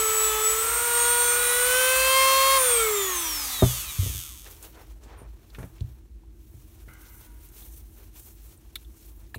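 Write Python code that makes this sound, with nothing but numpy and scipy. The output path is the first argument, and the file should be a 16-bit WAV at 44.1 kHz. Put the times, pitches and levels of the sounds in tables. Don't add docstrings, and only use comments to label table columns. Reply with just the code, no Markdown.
import sys
import numpy as np
from scipy import signal
from scipy.fft import rfft, irfft, next_fast_len
from scipy.io import wavfile
from scipy.ndimage import uniform_filter1d

SR = 44100
rng = np.random.default_rng(int(sys.argv[2]) if len(sys.argv) > 2 else 0)


def pcm_store(signal):
    levels = np.round(np.clip(np.atleast_2d(signal), -1, 1) * 32767)
    wavfile.write(sys.argv[1], SR, levels.astype(np.int16).T)


def makeup_ratio(level_db):
    decades = np.asarray(level_db, float) / 20
    return 10 ** decades


N = 413658
TIME = np.arange(N) / SR

# (frequency [Hz], level [dB per Hz])
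ROOM_TONE = [(18, -40), (30, -11), (59, 13.5), (100, -22), (114, -31.5), (231, -22.5), (263, -40),
             (333, -23), (444, -53.5), (750, -32), (924, -63), (1050, -58.5), (15600, -68.5)]
ROOM_DB = -53.5
# (frequency [Hz], width [Hz], level [dB])
HUM = [(51.2, 9.2, -47), (70.2, 18, -55), (84.6, 21, -70), (320.5, 33, -62), (222, 21, -66.5)]
# (frequency [Hz], level [dB per Hz])
HISS = [(500, -12), (1000, 0), (4000, -5), (15800, -6)]
HISS_DB = -71
# (frequency [Hz], width [Hz], depth [0-1])
MOUNT_DIPS = [(4860, 490, 0.43), (10390, 190, 0.6)]
CUTOFF_HZ = 15770

# (frequency [Hz], level [dB per Hz])
HANDLING_COLOUR = [(240, -36), (400, 9), (511, 3), (957, 2.5), (1100, 0), (1470, -2.5), (1850, -6.5),
                   (2060, -8.5), (4920, -10.5), (6090, -10), (15500, -13)]
# (start [s], length [s], level [dB], brightness [dB])
RUSTLES = [(4.442, 0.085, -53, 4), (4.605, 0.046, -52.5, 3.5), (4.752, 0.067, -59, -3),
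           (4.89, 0.037, -64.5, 3), (5.032, 0.018, -63.5, 2), (5.025, 0.21, -66.5, -12),
           (5.27, 0.33, -67, 1), (5.532, 0.21, -68.5, 2), (5.76, 0.2, -69.5, 1), (6.329, 0.28, -71, 5.5),
           (6.59, 0.24, -66.5, 5.5), (6.865, 0.39, -62.5, 6.5), (7.31, 0.29, -65, 7.5),
           (7.57, 0.087, -59.5, 7.5), (7.704, 0.065, -63, 7), (7.8, 0.29, -69, 7),
           (7.961, 0.046, -65.5, 2.5), (8.156, 0.017, -54.5, 8.5), (8.212, 0.019, -76, 23.5),
           (8.274, 0.023, -61.5, 7), (8.37, 0.16, -61, 6.5), (8.617, 0.16, -69, 4.5),
           (8.778, 0.067, -71, 8), (8.902, 0.19, -63, 7), (9.135, 0.14, -67.5, 3.5)]
RUSTLE_ATTACK_S, RUSTLE_RELEASE_S, RUB_DB, REST_DB = 0.029, 0.047, -7, -83
RUSTLE_SWELL_SHARE = 0.41
# (frequency [Hz], width [Hz])
SHELL = [(6200, 120), (8700, 39), (9400, 67), (12200, 87), (13100, 90), (15400, 110)]

# (time [s], frequency [Hz], level [dB])
SLIDE = [
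    (7.0, 955, -84),
    (7.1, 955, -78),
    (7.2, 955, -73),
    (7.29, 955, -69),
    (7.42, 955, -75),
    (7.55, 955, -82),
]
# (time [s], frequency [Hz], level [dB])
WHISTLE = [
    (7.1, 6000, -84),
    (7.19, 6000, -70),
    (7.23, 6400, -73),
    (7.3, 6650, -80),
]
# (frequency [Hz], level [dB], t60 [s])
CASTING = [(970, -17, 0.28), (1300, -8, 0.044), (1466, 2, 0.033), (1580, -4, 0.037), (2050, 1, 0.018),
           (2500, -20, .03), (2860, -13, .04)]
# (time [s], level [dB])
LIFT = [
    (6.875, -93),
    (6.885, -59),
    (7.0, -65),
    (7.12, -67.5),
    (7.3, -75),
    (7.5, -78),
    (7.6, -99),
]
# (frequency [Hz], level [dB], t60 [s])
GLOVE = [(8850, -4, .03), (9500, 4, 0.033), (10000, -19, .03), (13000, -2.5, .03)]
# (time [s], level [dB])
SQUEAK = [
    (5.16, -91),
    (5.18, -63),
    (5.21, -65),
    (5.25, -80),
    (5.27, -92),
]

# (time [s], peak level [dB], centre [Hz], width [Hz], t60 [s])
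TICKS = [(3.635, -27, 510, 494, 0.36), (5.08, -50, 1500, 1500, 0.17), (5.105, -48, 1100, 900, .15),
         (5.19, -49, 1000, 900, .15), (4.79, -50, 1500, 1500, 0.12), (5.13, -55, 1700, 1300, 0.18),
         (5.165, -58, 1400, 1200, .2), (3.626, -30, 880, 694, 0.15), (3.631, -35, 1494, 900, .08),
         (6.932, -54, 5200, 2000, .05), (7.083, -47, 6000, 2500, .06), (7.622, -48, 3600, 700, .09),
         (4.463, -39, 1480, 1500, 0.063), (4.626, -34, 9000, 9000, 0.1), (5.036, -46, 4070, 6000, 0.21),
         (5.501, -46, 4080, 1500, 0.048), (5.547, -35.5, 1610, 1820, 0.079), (5.584, -37, 780, 820, 0.34),
         (5.628, -41, 1300, 1480, 0.077), (5.586, -44.5, 9000, 9000, 0.47), (5.781, -50, 2000, 2980, 0.13),
         (5.806, -38.5, 3480, 3500, 0.024), (6.233, -54.5, 740, 398, 0.096),
         (6.882, -47, 1700, 1490, 0.076), (6.935, -43, 11000, 6000, .03), (7.487, -42, 10000, 8000, .04),
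         (7.724, -46, 7340, 2000, .06), (8.574, -48, 8800, 1500, 0.056), (8.755, -26.5, 3710, 500, 0.043),
         (8.756, -38, 1500, 600, 0.035), (8.758, -28, 2200, 1400, 0.018),
         (8.755, -26.5, 11010, 9000, 0.045), (8.847, -52, 3550, 500, 0.031), (9.343, -27, 1600, 500, 0.018),
         (9.344, -35, 945, 400, 0.036), (9.344, -41, 2440, 500, 0.1), (9.344, -38, 3900, 600, 0.069),
         (9.345, -46, 7460, 1200, .1), (9.344, -36, 13500, 4000, 0.091), (9.356, -43, 9500, 1200, 0.052)]
# (time [s], peak level [dB], contact [Hz], long-ring share [dB])
THUDS = [(3.615, -30, 140, -3), (3.623, -2.5, 666, -12), (3.627, -7, 170, -12), (3.628, -3, 534, 3),
         (3.631, -5, 500, -6), (3.987, -11, 150, 27), (4.031, -20, 150, 8), (4.062, -21, 250, 12),
         (4.097, -23.5, 150, 8), (4.147, -26, 150, 14), (5.059, -39, 300, -10), (5.217, -32.5, 507, -20),
         (5.584, -26, 300, -10), (5.589, -39, 300, 0), (5.6, -35, 300, 5), (5.608, -37, 350, 0),
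         (5.629, -27, 300, -3), (5.64, -31.5, 300, -2), (5.81, -16, 105, 10.5), (6.54, -33.5, 148.5, 9),
         (6.877, -38, 298, -9), (9.36, -28, 252, -14)]
# (frequency [Hz], level [dB], t60 [s])
BENCH = [(64.7, -24.5, 1), (96.7, -8.5, 0.18), (123.5, -1.5, 0.26), (179, -7, 0.14), (273, -5.5, 0.097),
         (393, -7, 0.091), (465, 2, 0.049), (552, -6, 0.11), (650, 4.5, 0.044), (893, -4, 0.087),
         (1200, -5, 0.09)]

# (angle [turns], strength [dB])
BARS = [(0, 0), (.128, -1), (.268, -7), (.381, -9), (.494, -3), (.632, 1), (.757, -5), (.886, -8)]
BOUNCE_S, BOUNCE_DB, BAR_WANDER_DB = .00062, -8, 3.0
# (frequency [Hz], width [Hz], level [dB])
HOUSING = [(1200, 300, -18), (2350, 400, -8), (3600, 800, -4), (4500, 400, -5), (5800, 900, -3),
           (7300, 900, -3), (8800, 900, -3), (9800, 700, -3), (11400, 1200, -4), (12600, 1200, -3),
           (14200, 2000, -3)]
BRUSH_DB, BRUSH_RISE_DB_PER_TURN_PER_S, BRUSH_TOP_DB = -21, .095, 3.5
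DRAG_SHARE = 0.52

# (time [s], speed [turns/s])
FIRST_SPEED = [
    (0.0, 438.7),
    (0.13, 436.2),
    (0.26, 435.0),
    (0.38, 432.1),
    (0.56, 440.6),
    (0.65, 450.3),
    (0.74, 457.8),
    (0.95, 465.0),
]
# (time [s], speed [turns/s])
SECOND_SPEED = [
    (0.6, 480.0),
    (0.82, 479.4),
    (0.95, 475.0),
    (1.12, 479.9),
    (1.5, 486.0),
    (1.62, 492.0),
    (1.8, 510.5),
    (2.16, 530.0),
    (2.555, 538.6),
]
SWITCH_OFF_S, REFERENCE_TURNS_PER_S = 2.555, 500
BEARING_LOSS, BEARING_POWER, WINDAGE_LOSS, WINDAGE_POWER = 288.0, .1398, 45.1, 9.11
LIFT_OFF_S, LIFT_OFF_TAKES_S = 2.575, 0.015
FADE_OUT_S, FADE_IN_S = (0.63, 1), (0.55, 0.98)

# (time [s], wheel contact [dB], uneven bite [dB], vents facing the microphone [dB])
FIRST_HAND = [
    (0.0, -6, -49, 4.5),
    (0.26, -7, -48, 6),
    (0.38, -8.5, -35.5, -5.5),
    (0.47, -6, -53, 12),
    (0.56, -7.5, -63, -1),
    (0.95, -28, -57, -2),
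]
# (time [s], wheel contact [dB], uneven bite [dB], vents facing the microphone [dB])
SECOND_HAND = [
    (0.6, -11, -34, -7),
    (0.95, -8, -33.5, 2),
    (1.2, -8, -32, 4.5),
    (1.44, -8, -49.5, 1.5),
    (1.76, 1, -38.5, -1.5),
    (2.04, 1.5, -32.5, -7.5),
    (2.16, 1.5, -22, -7),
    (2.5, 1.5, -21.5, -6.5),
    (2.7, 2.5, -20.5, 5),
    (2.9, -3, -22.5, -1.5),
]

# (frequency [Hz], level [dB])
UNBALANCE = [(40, -95), (160, -61), (240, -58), (300, -50.5), (364, -39.5), (400, -29), (426, -27),
             (540, -29)]
# (frequency [Hz], level [dB])
THIRD = [(130, -109), (720, -59), (995, -45), (1190, -36.5), (1400, -36.5), (1530, -30.5), (1615, -41.5)]
# (frequency [Hz], level [dB])
BLADE = [(750, -75), (1300, -58), (1900, -64), (2500, -55), (2950, -61), (3500, -51), (4600, -43.5),
         (5200, -32), (6400, -32.5), (7000, -31.5), (7600, -34.5), (8300, -25.5), (8750, -28.5),
         (9300, -25)]
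# (frequency [Hz], level [dB])
BLADE_TWICE = [(1500, -90), (5000, -70), (9000, -61), (11500, -66), (14000, -40), (15200, -35),
               (15700, -42.5)]
CONTACT_SHARE, BITE_SHARE, THIRD_DRIVEN_DB, SECOND_FREE_DB = 0.59, 0.041, 3.5, -36.5
# (order, level [dB], wheel contact share, uneven bite share)
DRIVEN = [(4, -1, 0.7, 0.52), (5, -4.5, 0.96, 0.36), (6, 0.5, 0.75, 0.57), (7, -5.5, 0.71, 0.12),
          (8, -6, 0.57, 0.61), (9, -5.5, 0.93, .6), (10, -10, 0.93, 0.75), (11, -10.5, 1, 0.046),
          (12, -16, .3, 0), (13, -13.5, 0.54, 0.064), (14, -15, 0.43, 0.21), (15, -19.5, .3, 0),
          (16, -16, .4, 0.11), (17, -12.5, .4, 0.12), (19, -18.5, .1, 0), (23, -11, 0.33, 0.11),
          (24, -19.5, .3, 0), (25, -14.5, .2, 0.0063)]
CHATTER_DB = -33
# (middle [s], length [s], order, level [dB])
FIRST_CATCHES = [(0.36, 0.26, 8, -42.5), (0.33, 0.15, 7, -48), (.27, 0.31, 6, -51.5),
                 (0.26, 0.14, 9, -44.5), (0.22, .2, 16, -44), (0.54, 0.15, 16, -39), (.25, .25, 17, -50),
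                 (0.17, 0.13, 19, -55), (0.83, .12, 19, -37.5), (0.77, .12, 19, -29), (.1, 0.28, 15, -44.5),
                 (.36, 0.092, 15, -49), (0.88, 0.35, 5, -44), (0.93, 0.098, 14, -40.5)]
# (middle [s], length [s], order, level [dB])
SECOND_CATCHES = [(1.03, 0.086, 14, -33.5), (1.294, 0.16, 13, -38), (1.1, .6, 19, -37),
                  (1.54, .12, 19, -35), (1.4, 0.29, 5, -40.5), (2, .25, 5, -31), (1.74, 0.18, 5, -43.5),
                  (1.517, 0.19, 4, -38), (1.8, 0.17, 6, -42.5), (1.15, 0.66, 9, -47.5), (1.3, 0.5, 7, -51),
                  (2.1, 0.38, 16, -38), (3.7, 0.49, 17, -38.5), (4.2, 0.22, 17, -29.5),
                  (1.5, 0.15, 23, -33), (1.2, .3, 16, -57.5), (1.5, 0.23, 8, -38.5), (2.3, 0.6, 8, -39.5),
                  (2.2, 0.11, 4, -37.5)]
# (middle [s], length [s], order, level [dB])
FLARES = [(2.708, 0.061, 8.0, -49), (2.735, 0.21, 7.0, -39.5), (2.756, 0.17, 10.0, -46),
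          (2.781, 0.1, 6.0, -49), (2.816, 0.084, 8.0, -45.0), (2.818, 0.13, 5.0, -35.5),
          (3, 0.11, 8.0, -60), (3.025, 0.103, 9.0, -37.5), (3.072, 0.16, 5.0, -43),
          (3.155, 0.091, 9.0, -45), (3.164, 0.069, 10.0, -50), (3.188, 0.067, 28.0, -38.5),
          (3.202, 0.077, 23.0, -43.0), (3.208, 0.118, 25.0, -45.0), (3.222, 0.157, 11.0, -48),
          (3.255, 0.133, 19.0, -53), (3.266, 0.1, 10.0, -43), (3.405, 0.084, 13.0, -58),
          (3.471, 0.085, 14.0, -50), (3.473, 0.16, 21.0, -53), (3.492, 0.074, 23.0, -51),
          (3.541, 0.14, 15.0, -54), (3.572, 0.17, 24.0, -58), (3.575, 0.14, 8.0, -49),
          (3.588, 0.11, 16.0, -41.0), (3.591, 0.13, 25.0, -58), (3.677, 0.213, 33.0, -63),
          (3.699, 0.274, 20.0, -66), (3.714, 0.17, 17.0, -57), (3.727, 0.1, 15.0, -69),
          (3.73, 0.059, 16.0, -50.5), (3.752, 0.205, 31.0, -64), (3.781, 0.069, 24.0, -54),
          (3.842, 0.063, 26.0, -56), (3.842, 0.165, 19.0, -69), (3.858, 0.284, 21.0, -71),
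          (3.878, 0.091, 15.0, -51), (3.909, 0.13, 22.0, -64), (3.93, 0.12, 24.0, -47.5),
          (3.932, 0.27, 25.0, -60), (3.937, 0.15, 23.0, -65), (4.001, 0.272, 30.0, -68),
          (4.015, 0.261, 16.0, -62), (4.038, 0.13, 28.0, -64), (4.043, 0.174, 29.0, -62),
          (4.089, 0.181, 32.0, -60), (4.101, 0.13, 31.0, -66), (4.104, 0.11, 22.0, -71),
          (4.104, 0.069, 23.0, -59), (4.1, 0.22, 33.0, -60)]
FLARE_SKIRT, FLARE_SKIRT_DB = 2.3, -10

# (frequency [Hz], level [dB per Hz])
AIR_COLOUR = [(88, -52), (150, -36.5), (201, -24), (428, -6), (656, -7), (966, 0.5), (1290, 6), (1420, -2),
              (2410, -3), (2810, -7), (3480, -5.5), (4840, -9.5), (5440, -8.5), (7710, -2), (15500, 0.5)]
# (level at reference speed [dB], power of speed, contact share, vent facing share)
AIR_PARTS = [
    (-34, 1.58, 0.025, 0.091),
    (-34.5, 1.35, 0.27, .02),
    (-25, 1.63, 0.039, .05),
]
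AIR_WORK_DB = 0.5


def rms_one(x):
    return x / np.sqrt(np.mean(x ** 2) + 1e-20)


def ramp(start_s, end_s):
    return np.clip((TIME - start_s) / (end_s - start_s), 0, 1)


def at_hz(points, hz):
    point_hz, point_db = np.transpose(points)
    return np.interp(np.log(hz), np.log(point_hz), point_db)


def in_time(rows, fade_s=0.026):
    s, *columns = np.transpose(rows)
    since_start = TIME - s[0] + (s[0] < .01)
    until_end = s[-1] - TIME + (s[-1] > 9.3)
    gate = np.clip(np.minimum(since_start, until_end) / fade_s, 0, 1)
    return [np.interp(TIME, s, c) for c in columns], gate


def drift(rate_hz):
    r = np.exp(-80 * np.pi * rate_hz / SR)
    white = rng.standard_normal(N // 40 + 2002)
    slow = signal.lfilter([1], [1, -2 * r, r * r], white)[2000:]
    return np.interp(np.arange(N) / 40, np.arange(len(slow)), rms_one(slow))


def resonance(x, hz, width_hz):
    r = np.exp(-np.pi * width_hz / SR)
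    poles = [1, -2 * r * np.cos(2 * np.pi * hz / SR), r * r]
    return signal.lfilter([(1 - r * r) / 2, 0, (r * r - 1) / 2], poles, x + 1e-18)


def ring(x, hz, t60_s):
    r, w = makeup_ratio(-60 / (t60_s * SR)), 2 * np.pi * hz / SR
    return signal.lfilter([0, np.sin(w)], [1, -2 * r * np.cos(w), r * r], x + 1e-18)


def noise_parts(spectrum, splits_hz):
    size = next_fast_len(N)
    hz = np.fft.rfftfreq(size, 1 / SR) + 1
    white = rfft(rng.standard_normal(size)) * makeup_ratio(at_hz(spectrum, hz))
    above = [np.ones_like(hz)] + [1 / (1 + (s / hz) ** 10) for s in splits_hz] + [0 * hz]
    return [rms_one(irfft(white * np.sqrt(np.abs(a - b)), size)[:N]) for a, b in zip(above, above[1:])]


def workshop():
    white = rng.standard_normal(N + SR)
    hum = np.zeros(N)
    for hz, width_hz, db in HUM:
        narrow = resonance(resonance(white, hz, width_hz), hz, 3 * width_hz)
        hum += makeup_ratio(db) * rms_one(narrow[SR:])
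    room = makeup_ratio(ROOM_DB) * noise_parts(ROOM_TONE, [])[0]
    hiss = makeup_ratio(HISS_DB) * noise_parts(HISS, [])[0]
    return room + hum + hiss


def handling():
    t = TIME[::40]
    levels = np.full((3, len(t)), makeup_ratio(REST_DB))
    for s, length_s, db, bright_db in RUSTLES:
        attack_s = RUSTLE_ATTACK_S + RUSTLE_SWELL_SHARE * length_s
        rise = np.clip((t - s + RUSTLE_ATTACK_S) / attack_s, 0, 1)
        swell = rise * np.exp(-np.maximum(t - s - length_s, 0) / RUSTLE_RELEASE_S)
        levels = levels + swell * makeup_ratio(db + np.array([[-bright_db], [RUB_DB], [bright_db]]))
    drag_level, rub_level, bright_level = [np.interp(TIME, t, level) for level in levels]

    def patchy(part):
        return makeup_ratio(2.2 * drift(12)) * part

    drag, rub, *rustle = noise_parts(HANDLING_COLOUR, [2332, 6000, 9000, 12400])
    bright = sum(makeup_ratio(db) * patchy(part) for db, part in zip((-17.5, -14.0, -3.0), rustle))
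    shell = sum(makeup_ratio(4 * drift(3)) * resonance(bright, hz, width_hz) for hz, width_hz in SHELL)
    lifted = np.interp(TIME, [6.9, 7.1, 7.8, 8.4], [.2, 1.2, 1.2, .3])
    grain = makeup_ratio(1.6 * drift(40))
    return grain * (drag_level * patchy(drag) + rub_level * patchy(rub) + bright_level * (bright + lifted * shell))


def sung(rows, waver):
    (hz, db), gate = in_time(rows)
    cycles = np.cumsum(hz * (1 + waver * drift(30))) / SR
    return gate * np.sqrt(2) * makeup_ratio(db + 1.5 * drift(15)) * np.sin(2 * np.pi * cycles)


def rubbed(modes, drive):
    (level_db,), gate = in_time(drive, fade_s=.005)
    white = rng.standard_normal(N)
    return gate * makeup_ratio(level_db) * sum(makeup_ratio(db) * rms_one(ring(white, hz, t60_s)) for hz, db, t60_s in modes)


def ticks():
    out, t = np.zeros(N), np.arange(SR // 5) / SR
    for s, db, hz, width_hz, t60_s in TICKS:
        decay = makeup_ratio(-60 * t / t60_s) + 0.84 * makeup_ratio(-60 * t / 0.013)
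        crack = rng.standard_normal(len(t)) * decay * np.minimum(t / .0012, 1)
        crack = resonance(resonance(crack, hz, width_hz), hz, 2 * width_hz)
        crack = signal.sosfilt(signal.butter(2, hz / 2.5, "high", fs=SR, output="sos"), crack)
        at = round(s * SR)
        out[at:at + len(t)] += (makeup_ratio(db) * crack / np.abs(crack).max())[:N - at]
    return out


def thuds():
    out, t = np.zeros(N), np.arange(SR // 2) / SR
    for s, db, contact_hz, long_db in THUDS:
        push = t ** 2 * np.exp(-3 * np.pi * contact_hz * t)
        push /= push.sum()
        hit = np.zeros(len(t))
        for hz, mode_db, t60_s in BENCH:
            strength_db = mode_db + 1.4 * rng.standard_normal() + long_db * (hz < 110)
            hit += makeup_ratio(strength_db) * ring(push, hz, t60_s)
        at = round(s * SR)
        out[at:at + len(t)] += (makeup_ratio(db) * hit / np.abs(hit).max())[:N - at]
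    return signal.sosfilt(signal.butter(2, 55, "high", fs=SR, output="sos"), out)


def brush(turns, gate, uneven_db):
    live = np.flatnonzero(gate > 0)
    clicks, step = np.zeros(live[-1] + 1), np.gradient(turns)
    for angle, db in BARS:
        near = ((turns[live] - angle + .5) % 1 - .5) / step[live]
        close = np.abs(near) < 16
        at, near = live[close], near[close]
        chance = rng.standard_normal((2, int(turns[-1]) + 2))
        wander = rms_one(uniform_filter1d(chance[1], size=24))
        each_turn = makeup_ratio(db + uneven_db * chance[0] + BAR_WANDER_DB * wander)
        strength = each_turn[np.round(turns[at] - angle).astype(int)]
        click = np.sinc(.75 * near) * np.exp(-(near / 6) ** 2)
        clicks[at] += strength * click / np.sqrt(step[at])
    clicks = clicks + makeup_ratio(BOUNCE_DB) * np.roll(clicks, round(BOUNCE_S * SR))
    rung = np.zeros(len(clicks))
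    for k, (hz, width_hz, db) in enumerate(HOUSING):
        rung += (-1) ** k * makeup_ratio(db) * resonance(clicks, hz, width_hz)
    return gate * np.pad(rung, (0, N - len(rung))) / rung[live].std()


def coasting(speed):
    slowing = [speed[round(SWITCH_OFF_S * SR)]]
    while slowing[-1] > 1:
        share = slowing[-1] / REFERENCE_TURNS_PER_S
        loss = BEARING_LOSS * share ** BEARING_POWER + WINDAGE_LOSS * share ** WINDAGE_POWER
        slowing.append(max(slowing[-1] - loss / 1000, 1))
    off_ms = (TIME - SWITCH_OFF_S) * 1000
    return np.where(off_ms < 0, speed, np.interp(off_ms, np.arange(len(slowing)), slowing))


def catching(catches, k):
    out = np.zeros(N)
    for s, length_s, multiple, db in catches:
        if round(multiple) == k:
            near = slice(max(round((s - length_s) * SR), 0), round((s + length_s) * SR))
            out[near] += makeup_ratio(db) * np.exp(-(2 * (TIME[near] - s) / length_s) ** 4)
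    return out


def shaft_tones(speed, hand, catches, gate, wobble_db):
    turns, live = np.cumsum(speed * (1 + .0006 * drift(25))) / SR, gate > 0
    contact_db, bite_db, facing_db = hand

    def order(k, db, part=live):
        audible = k * speed[part] < CUTOFF_HZ + 500
        return makeup_ratio(db[part]) * np.sin(2 * np.pi * (k * turns[part] + rng.random())) * audible

    touch = 1 - ramp(LIFT_OFF_S, LIFT_OFF_S + LIFT_OFF_TAKES_S)
    settling = 1 - ramp(LIFT_OFF_S, LIFT_OFF_S + 0.16)
    work_db = CONTACT_SHARE * contact_db + BITE_SHARE * (bite_db + 32.5)
    first_db = at_hz(UNBALANCE, speed) + touch * work_db
    second_db = settling * bite_db + (1 - settling) * (first_db + SECOND_FREE_DB)
    third_db = at_hz(THIRD, 3 * speed) + THIRD_DRIVEN_DB * touch + (3 - 2 * touch) * drift(10)
    blade_db = at_hz(BLADE, 18 * speed) + facing_db + 1.5 * drift(14)
    twice_db = at_hz(BLADE_TWICE, 36 * speed) + facing_db / 2 + 1.5 * drift(9)
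    out, flat_db = np.zeros(N), np.zeros(N)
    for k, db in [(1, first_db), (2, second_db), (3, third_db), (18, blade_db), (36, twice_db)]:
        out[live] += order(k, db)

    driven, free = live & (touch > 0), live & (touch < 1)
    for k, driven_db, contact, bite in DRIVEN:
        steady_db = CHATTER_DB + driven_db + contact * contact_db + bite * (bite_db + 25.5)
        steady = makeup_ratio(steady_db + wobble_db * drift(2.8))
        level = touch * (steady + catching(catches, round(k)))
        out[driven] += level[driven] * order(round(k), flat_db, driven)

    flutter_db = 2.2 * drift(18)
    skirts = [(s, FLARE_SKIRT * length_s, k, db + FLARE_SKIRT_DB) for s, length_s, k, db in FLARES]
    for k in sorted({round(row[2]) for row in FLARES}) if free.any() else []:
        flare = catching(FLARES, k) + (1 - touch) * catching(skirts, k)
        part = flare > 0
        out[part] += flare[part] * order(k, np.roll(flutter_db, 4000 * k), part)
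    return np.sqrt(2) * gate * out, turns


def tool():
    early_speed, speed = in_time(FIRST_SPEED)[0][0], coasting(in_time(SECOND_SPEED)[0][0])
    early_hand, hand = in_time(FIRST_HAND)[0], in_time(SECOND_HAND)[0]
    early_gate, handover = 1 - ramp(*FADE_OUT_S), ramp(*FADE_IN_S)
    turning = np.clip(speed / 6 - 1, 0, 1)
    late_gate = handover * turning
    early, early_turns = shaft_tones(early_speed, early_hand, FIRST_CATCHES, early_gate, wobble_db=2.0)
    late, turns = shaft_tones(speed, hand, SECOND_CATCHES, late_gate, wobble_db=2.5)

    def blend(first, second):
        return (1 - handover) * first + handover * second

    speed_db = 20 * np.log10(blend(early_speed, speed) / REFERENCE_TURNS_PER_S)
    contact_db, facing_db = blend(early_hand[0], hand[0]), blend(early_hand[2], hand[2])
    low_db, middle_db, high_db = [db + power * speed_db + contact * contact_db + facing * facing_db
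                                  for db, power, contact, facing in AIR_PARTS]
    middle_db = middle_db + AIR_WORK_DB * (1 - ramp(LIFT_OFF_S, LIFT_OFF_S + 0.051))
    low, middle, high = noise_parts(AIR_COLOUR, [2400, 6000])
    pulse = 1 + 0.031 * np.cos(2 * np.pi * turns)
    air = makeup_ratio(low_db) * low + pulse * (makeup_ratio(middle_db) * middle + makeup_ratio(high_db) * high)

    early_brush = early_gate * brush(early_turns, early_gate > 0, .8)
    late_brush = handover * brush(turns, late_gate > 0, .9) * makeup_ratio(1.5 * drift(6))
    slowed = (REFERENCE_TURNS_PER_S - speed) * (TIME > SWITCH_OFF_S)
    brush_db = np.clip(BRUSH_DB + BRUSH_RISE_DB_PER_TURN_PER_S * slowed, BRUSH_DB, BRUSH_TOP_DB)
    brush_db = brush_db - DRAG_SHARE * np.minimum(speed_db + 5.5, 0)
    return early + late + turning * (air + makeup_ratio(high_db + brush_db) * (early_brush + late_brush))


def scene():
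    mono = workshop() + handling() + sung(SLIDE, .002) + sung(WHISTLE, .012)
    mono = mono + rubbed(CASTING, LIFT) + rubbed(GLOVE, SQUEAK) + ticks() + thuds() + tool()
    return np.array([mono, mono])


def low_pass(x):
    return signal.sosfilt(signal.butter(12, 17030, fs=SR, output="sos"), x)


def record(dry):
    mono = dry[0]
    for hz, width_hz, depth in MOUNT_DIPS:
        mono = mono - np.clip(depth, 0, 1) * resonance(mono, hz, width_hz)
    mono = .8 * np.tanh(mono / .8)
    mono = signal.sosfilt(signal.butter(4, 40, "high", fs=SR, output="sos"), mono)
    mono = signal.sosfilt(signal.ellip(12, .5, 60, CUTOFF_HZ, fs=SR, output="sos"), mono)
    return low_pass(np.array([mono, mono]))


dry = scene()
out = record(dry)
pcm_store(out)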